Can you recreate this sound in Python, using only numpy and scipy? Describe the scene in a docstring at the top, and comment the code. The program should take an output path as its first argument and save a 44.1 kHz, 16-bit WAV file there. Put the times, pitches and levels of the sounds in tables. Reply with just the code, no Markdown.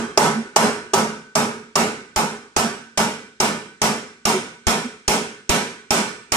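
"""A workshop: a hammer strikes a steel stud welded to a corrugated roofing sheet, about 2.5 blows a second.
Each blow cracks, thumps the wooden board below and sets the whole sheet crashing and ringing.
The loose sheet springs back after each blow, and the hardest ones bring out a whine from the hammer head.
The sound thins as the stud is flattened. A limiter ducks on the crack and recovers as the sheet fades."""
import sys
import numpy as np
from scipy import signal
from scipy.fft import rfft, irfft
from scipy.io import wavfile

SR = 44100
rng = np.random.default_rng(int(sys.argv[2]) if len(sys.argv) > 2 else 0)


def materialize(psi):
    """Save the field psi as 16-bit PCM at rate SR to the path in sys.argv[1].

    A 1-D psi becomes a single channel; in a 2-D psi each row is a channel.
    """
    bounded = np.clip(np.atleast_2d(psi).T, -1, 1)
    quanta = np.round(bounded * 32767).astype(np.int16)
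    wavfile.write(sys.argv[1], SR, quanta)


N = 280476
RING_S = np.arange(SR * 3 // 4) / SR  # time since a blow


def from_db(db):
    return 10 ** (np.asarray(db) / 20)


def unit_rms(x):
    return x / np.sqrt(np.mean(x ** 2) + 1e-20)


def at_hz(table, hz):
    """Table lookup on a log-frequency axis."""
    f, value = np.transpose(table)
    return np.interp(np.log(hz + 1), np.log(f), value)


def between(ends, share):
    return ends[0] + (ends[1] - ends[0]) * np.clip(share, 0, 1)


def lag(x, tau_s):
    keep = np.exp(-1 / (tau_s * SR))
    return signal.lfilter([1 - keep], [1, -keep], x)


def add(mix, start_s, sound):
    at = round(start_s * SR)
    sound = sound[:, max(-at, 0):]
    part = mix[:, max(at, 0):][:, :sound.shape[1]]
    part += sound[:, :part.shape[1]]


def comb(width_hz, depth_db):
    """Random small resonances, shallower in the bass: a gain on one blow's spectrum."""
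    hz = np.fft.rfftfreq(len(RING_S), 1 / SR)
    knots_hz = np.arange(0, SR / 2, width_hz)
    ripple = np.interp(hz, knots_hz, rng.standard_normal(len(knots_hz)))
    return unit_rms(from_db(depth_db * np.clip(ripple, -2, 2) * np.minimum(hz / 1000, 1)))


# Left-right coherence: f/Hz, coherence (clipped to 0-1)
COHERENCE = [(40, -0.67), (200, 1.08), (450, 0.78), (800, 0.76), (1250, 0.48), (2000, 0.39), (8000, -0.08)]
# Left phase lead: f/Hz, phase/rad
LEFT_LEAD = [(200, 0.086), (450, 0.1), (800, 0.19), (1250, 1.06), (2000, 2.24), (3500, 1.46), (5500, 0.17)]
# Left over right: f/Hz, level/dB
LEFT_BALANCE = [(50, 6), (200, -3), (800, -2), (2000, -2.9), (5500, -3.5), (9000, 1), (13000, 0.5)]
def stereo_amplitudes(count, hz):
    """Random complex amplitudes at two microphone ports."""
    left, other = rng.standard_normal((2, count)) + 1j * rng.standard_normal((2, count))
    alike = np.clip(at_hz(COHERENCE, hz), 0, 1)
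    right = (alike * left + np.sqrt(1 - alike ** 2) * other) * np.exp(-1j * at_hz(LEFT_LEAD, hz))
    tilt = from_db(at_hz(LEFT_BALANCE, hz) / 2)
    return np.array([left * tilt, right / tilt])


def noise(spectrum, size):
    hz = np.fft.rfftfreq(size, 1 / SR)
    return unit_rms(irfft(stereo_amplitudes(len(hz), hz) * from_db(at_hz(spectrum, hz)), size))


def combed_noise(spectrum, comb_gain):
    return irfft(rfft(noise(spectrum, len(RING_S))) * comb_gain, len(RING_S))


# Room noise: f/Hz, relative density/dB
ROOM_SPECTRUM = [(25, -73.5), (60, 13), (200, -22), (1000, -37), (3000, 1), (8000, -1), (14000, -50.5)]
def room_noise(level_db=-65):
    """Faint, steady rumble and hiss."""
    return from_db(level_db) * noise(ROOM_SPECTRUM, N)


def flex(mix, centre_s, level_db, length_s, hz):
    """One deep bending mode of the sheet swells briefly."""
    t = np.arange(round(length_s * SR)) / SR
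    swell = from_db(level_db) * np.hanning(len(t)) * np.sin(2 * np.pi * hz * t)
    pan = from_db(at_hz(LEFT_BALANCE, hz) * np.array([[.5], [-.5]]))
    add(mix, centre_s - length_s / 2, swell * pan)


# Late swells of the sheet: centre t/s, level/dB, length/s, f/Hz
LATE_FLEXES = [(0.391, -22, 0.11, 226), (4.36, -21.5, 0.11, 376), (4.862, -24, 0.0476, 238)]
def late_flexes(mix):
    """The loose sheet flexes again late after some blows."""
    for row in LATE_FLEXES:
        flex(mix, *row)


def hammer_head(force_db, hz=8312, level_db=-43, db_per_db=2.2, t60_s=.8):
    """The head's own thin ring; grows faster than the force."""
    whine = np.sin(2 * np.pi * hz * RING_S) * 1000 ** (-RING_S / t60_s)
    return from_db(level_db + db_per_db * force_db) * np.array([whine, whine])


# Build-up of the sheet's ring: f/Hz, time constant/s
SHEET_RISE = [(220, 0.024), (420, 0.073), (800, 0.017), (2000, 0.0075), (8000, 0.01)]
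def ring_envelope(t, hz, t60_s):
    """Waves spread from the stud, then decay; slow, long ones take longer to fill the sheet."""
    return (1 - np.exp(-t / at_hz(SHEET_RISE, hz))) * 1000 ** (-t / t60_s)


# Dense modes of the sheet: f/Hz, relative density/dB
WASH_SPECTRUM = [(35, -46.5), (120, -5), (160, -4), (235, 4.5), (300, -4), (420, 7.5), (720, 2.5),
                 (1250, -5.5), (1600, -6), (3200, -11.5), (3900, -15), (5600, -9), (8500, -13.5),
                 (12000, -19)]
# Their decay: f/Hz, T60/s
WASH_DECAY = [(60, 0.12), (220, 0.69), (700, 0.35), (1500, 0.65), (3000, 0.56), (6000, 0.5), (10000, 0.46),
              (14000, 0.17)]
def sheet_wash(comb_gain):
    """Countless close modes merge into a crash."""
    hz, t, bands = signal.stft(combed_noise(WASH_SPECTRUM, comb_gain), SR, nperseg=256)
    bands = bands * ring_envelope(t, hz[:, None], at_hz(WASH_DECAY, hz)[:, None])
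    return signal.istft(bands, SR, nperseg=256)[1][:, :len(RING_S)]


# Standing-mode clusters: f/Hz, level/dB, T60/s
SHEET_MODES = [(160, -3, .45), (225, 2, .5), (374, -7, .5), (418, 2, .52), (604, 0, .33), (849, 2, .35),
               (935, 0, .38), (1038, -2, .4), (1165, -3, .42), (1303, -1, .48), (1398, -12, .6),
               (1466, -10, .65), (1512, -13, 1.0), (1600, -12, .68), (1905, -17, .65), (2099, -13, .62),
               (2355, -11, .72), (2691, -14, .58), (3190, -11, .6), (3558, -21, .7), (4118, -23, .72),
               (5273, -14, .36), (5813, -21, .7)]
def sheet_modes(split_hz=8, split_share=0.00179, partners=6):
    """The corrugations split each mode into close partners that beat; each blow excites them anew."""
    coarse_s = RING_S[::128]
    ring = np.zeros((2, len(RING_S)))
    for hz, level_db, t60_s in SHEET_MODES:
        offsets_hz = (split_hz + split_share * hz) * rng.standard_normal((partners, 1))
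        beats = stereo_amplitudes(partners, hz) @ np.exp(2j * np.pi * offsets_hz * coarse_s)
        envelope = ring_envelope(coarse_s, hz, t60_s)
        swell = beats * envelope
        swell *= from_db(level_db) * np.linalg.norm(envelope) / np.linalg.norm(swell) * np.sqrt(2)
        swell = np.array([np.interp(RING_S, coarse_s, side) for side in swell])
        ring += (swell * np.exp(2j * np.pi * hz * RING_S)).real
    return ring


def sheet(comb_gain, boom_db, clang_db, edge_db, wash_db=-9.5, modes_db=-20.5):
    """The whole sheet rings, deeper or harder depending on the blow."""
    ring = from_db(wash_db) * sheet_wash(comb_gain) + from_db(modes_db) * sheet_modes()
    colour = [(420, boom_db), (650, clang_db), (1300, clang_db), (2000, 0), (3200, edge_db), (5500, 0)]
    colour_db = at_hz(colour, np.fft.rfftfreq(SR, 1 / SR))
    return irfft(rfft(ring, SR) * from_db(colour_db), SR)[:, :len(RING_S)]


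def burst(spectrum, level_db, t60_s, rise_s):
    """Heavily damped response, coloured by the landing spot."""
    response = combed_noise(spectrum, comb(width_hz=260, depth_db=2.5))
    return from_db(level_db) * response * 1000 ** (-RING_S / t60_s) * (1 - np.exp(-RING_S / rise_s))


# Steel on steel: f/Hz, relative density/dB
CRACK_SPECTRUM = [(60, -33), (300, -13), (1500, 4), (3000, 5.5), (4000, 0), (5500, 12.5), (8000, 6.5),
                  (10000, 1.5), (12000, -20), (15500, -33)]
# Sheet around the stud: f/Hz, relative density/dB
KNOCK_SPECTRUM = [(100, -24), (280, -36), (390, 17), (500, -29.5), (630, 13), (730, -1), (850, 14),
                  (980, -2.5), (1160, 8), (1700, -18), (5000, -41.5)]
# Wooden board: f/Hz, relative density/dB
THUMP_SPECTRUM = [(20, -56), (45, 28), (90, 25), (160, 2), (400, 23), (2000, -76)]
def contact(crack_db, knock_db, thump_db, crack_t60_s):
    """Steel meets steel, the stud drives the sheet down, the sheet hits the board."""
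    crack = burst(CRACK_SPECTRUM, crack_db - 3.5, crack_t60_s, rise_s=0.0054)
    knock = burst(KNOCK_SPECTRUM, knock_db - 6, t60_s=.09, rise_s=.005)
    thump = burst(THUMP_SPECTRUM, thump_db - 22.5, t60_s=0.097, rise_s=0.00079)
    return crack + knock + thump


# (fresh stud, flat stud)
BOOM_DB, CLANG_DB, EDGE_DB, STUD_KNOCK_DB = (1.5, -2.5), (4, -3), (-1, 1.5), (3, -10)
# (rigid stud, full give)
GIVE_CRACK_DB, GIVE_CRACK_T60_S, GIVE_KNOCK_DB = (6.5, -2.5), (0.014, .085), (-0.5, 3)
# (sheet on the board, fully lifted)
LIFT_THUMP_DB, LIFT_BOOM_DB = (6.5, -34), (1, 3.5)
def blow(sheet_comb, flatness, give, lift):
    """A yielding stud cracks softer and longer, knocks harder; a lifted sheet booms more, thumps less."""
    boom_db = between(BOOM_DB, flatness) + between(LIFT_BOOM_DB, lift)
    knock_db = between(STUD_KNOCK_DB, flatness) + between(GIVE_KNOCK_DB, give)
    crack_db, crack_t60_s = between(GIVE_CRACK_DB, give), between(GIVE_CRACK_T60_S, give)
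    aim_comb = comb(width_hz=90, depth_db=1.8)  # no two blows land alike
    ring = sheet(sheet_comb * aim_comb, boom_db, between(CLANG_DB, flatness), between(EDGE_DB, flatness))
    return ring + contact(crack_db, knock_db, between(LIFT_THUMP_DB, lift), crack_t60_s)


# Hammer blows: t/s, force/dB, give of the stud/0-1, lift of the sheet off the board/0-1
HAMMER_BLOWS = [(-.17, -0.5, 0.2, 0.9), (.174, -0.5, 0.33, 0.4), (0.5601, 1.1, 0.8, 0.37),
                (0.934, -3, 0.94, 0.65), (1.3524, -4, 0.26, 0.67), (1.755, -2, .2, 0.6),
                (2.16, -4.5, 0.1, 0.09), (2.563, -3.5, 0.28, 0), (2.974, -3, 0.3, 0.18),
                (3.4008, -2, 0.38, 0.33), (3.8162, -1.5, 0.14, 0.06), (4.253, -1.2, 0.16, 0.2),
                (4.6677, -1.5, 0.09, 0.02), (5.0785, -0.5, 0.18, 0.07), (5.4926, 0.5, 0.11, 0.02),
                (5.906, 2, 0.07, 0.21), (6.3197, 0.5, .08, 0.13)]
def hammering(mix, rebound_s=.095, rebound_db=-22):
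    """Each blow flattens the stud a step further; the sheet springs back a moment later."""
    sheet_comb = comb(width_hz=22, depth_db=4)  # the same modes stand out at every blow
    flatnesses = np.linspace(0, 1, len(HAMMER_BLOWS))
    for (start_s, force_db, give, lift), flatness in zip(HAMMER_BLOWS, flatnesses):
        strike = from_db(force_db) * blow(sheet_comb, flatness, give, lift)
        add(mix, start_s, strike + hammer_head(force_db))
        flex_db = rebound_db + force_db + between(BOOM_DB, flatness)
        flex(mix, start_s + rebound_s, flex_db, length_s=.05, hz=210.8)


def scene():
    mix = room_noise()
    late_flexes(mix)
    hammering(mix)
    return mix


def limiter(x, sense_hz=1500, threshold_db=-20.5, recovery_db_per_s=115, makeup_db=4):
    """Ducks just after the treble passes the threshold; a slow stage backs off as blows keep coming."""
    treble = signal.lfilter(*signal.butter(2, sense_hz, "high", fs=SR), x)
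    treble_db = 10 * np.log10(lag((treble ** 2).mean(0), tau_s=.007) + 1e-12)
    fall_db = np.arange(N) / SR * recovery_db_per_s
    held_db = np.maximum.accumulate(treble_db + fall_db) - fall_db
    over_db = np.maximum(held_db - threshold_db, 0)
    fast_db, slow_db = lag(over_db, tau_s=.0035), 14 * lag(over_db, tau_s=5.1)
    return x * from_db(makeup_db - fast_db - slow_db)


def record(dry):
    """Limiter, soft overload, band limit."""
    low_pass = signal.firwin(301, cutoff=15500, window=("kaiser", 9), fs=SR)
    return signal.oaconvolve(np.tanh(limiter(dry)), low_pass[None], "same", axes=1)


dry = scene()
out = record(dry)
materialize(out)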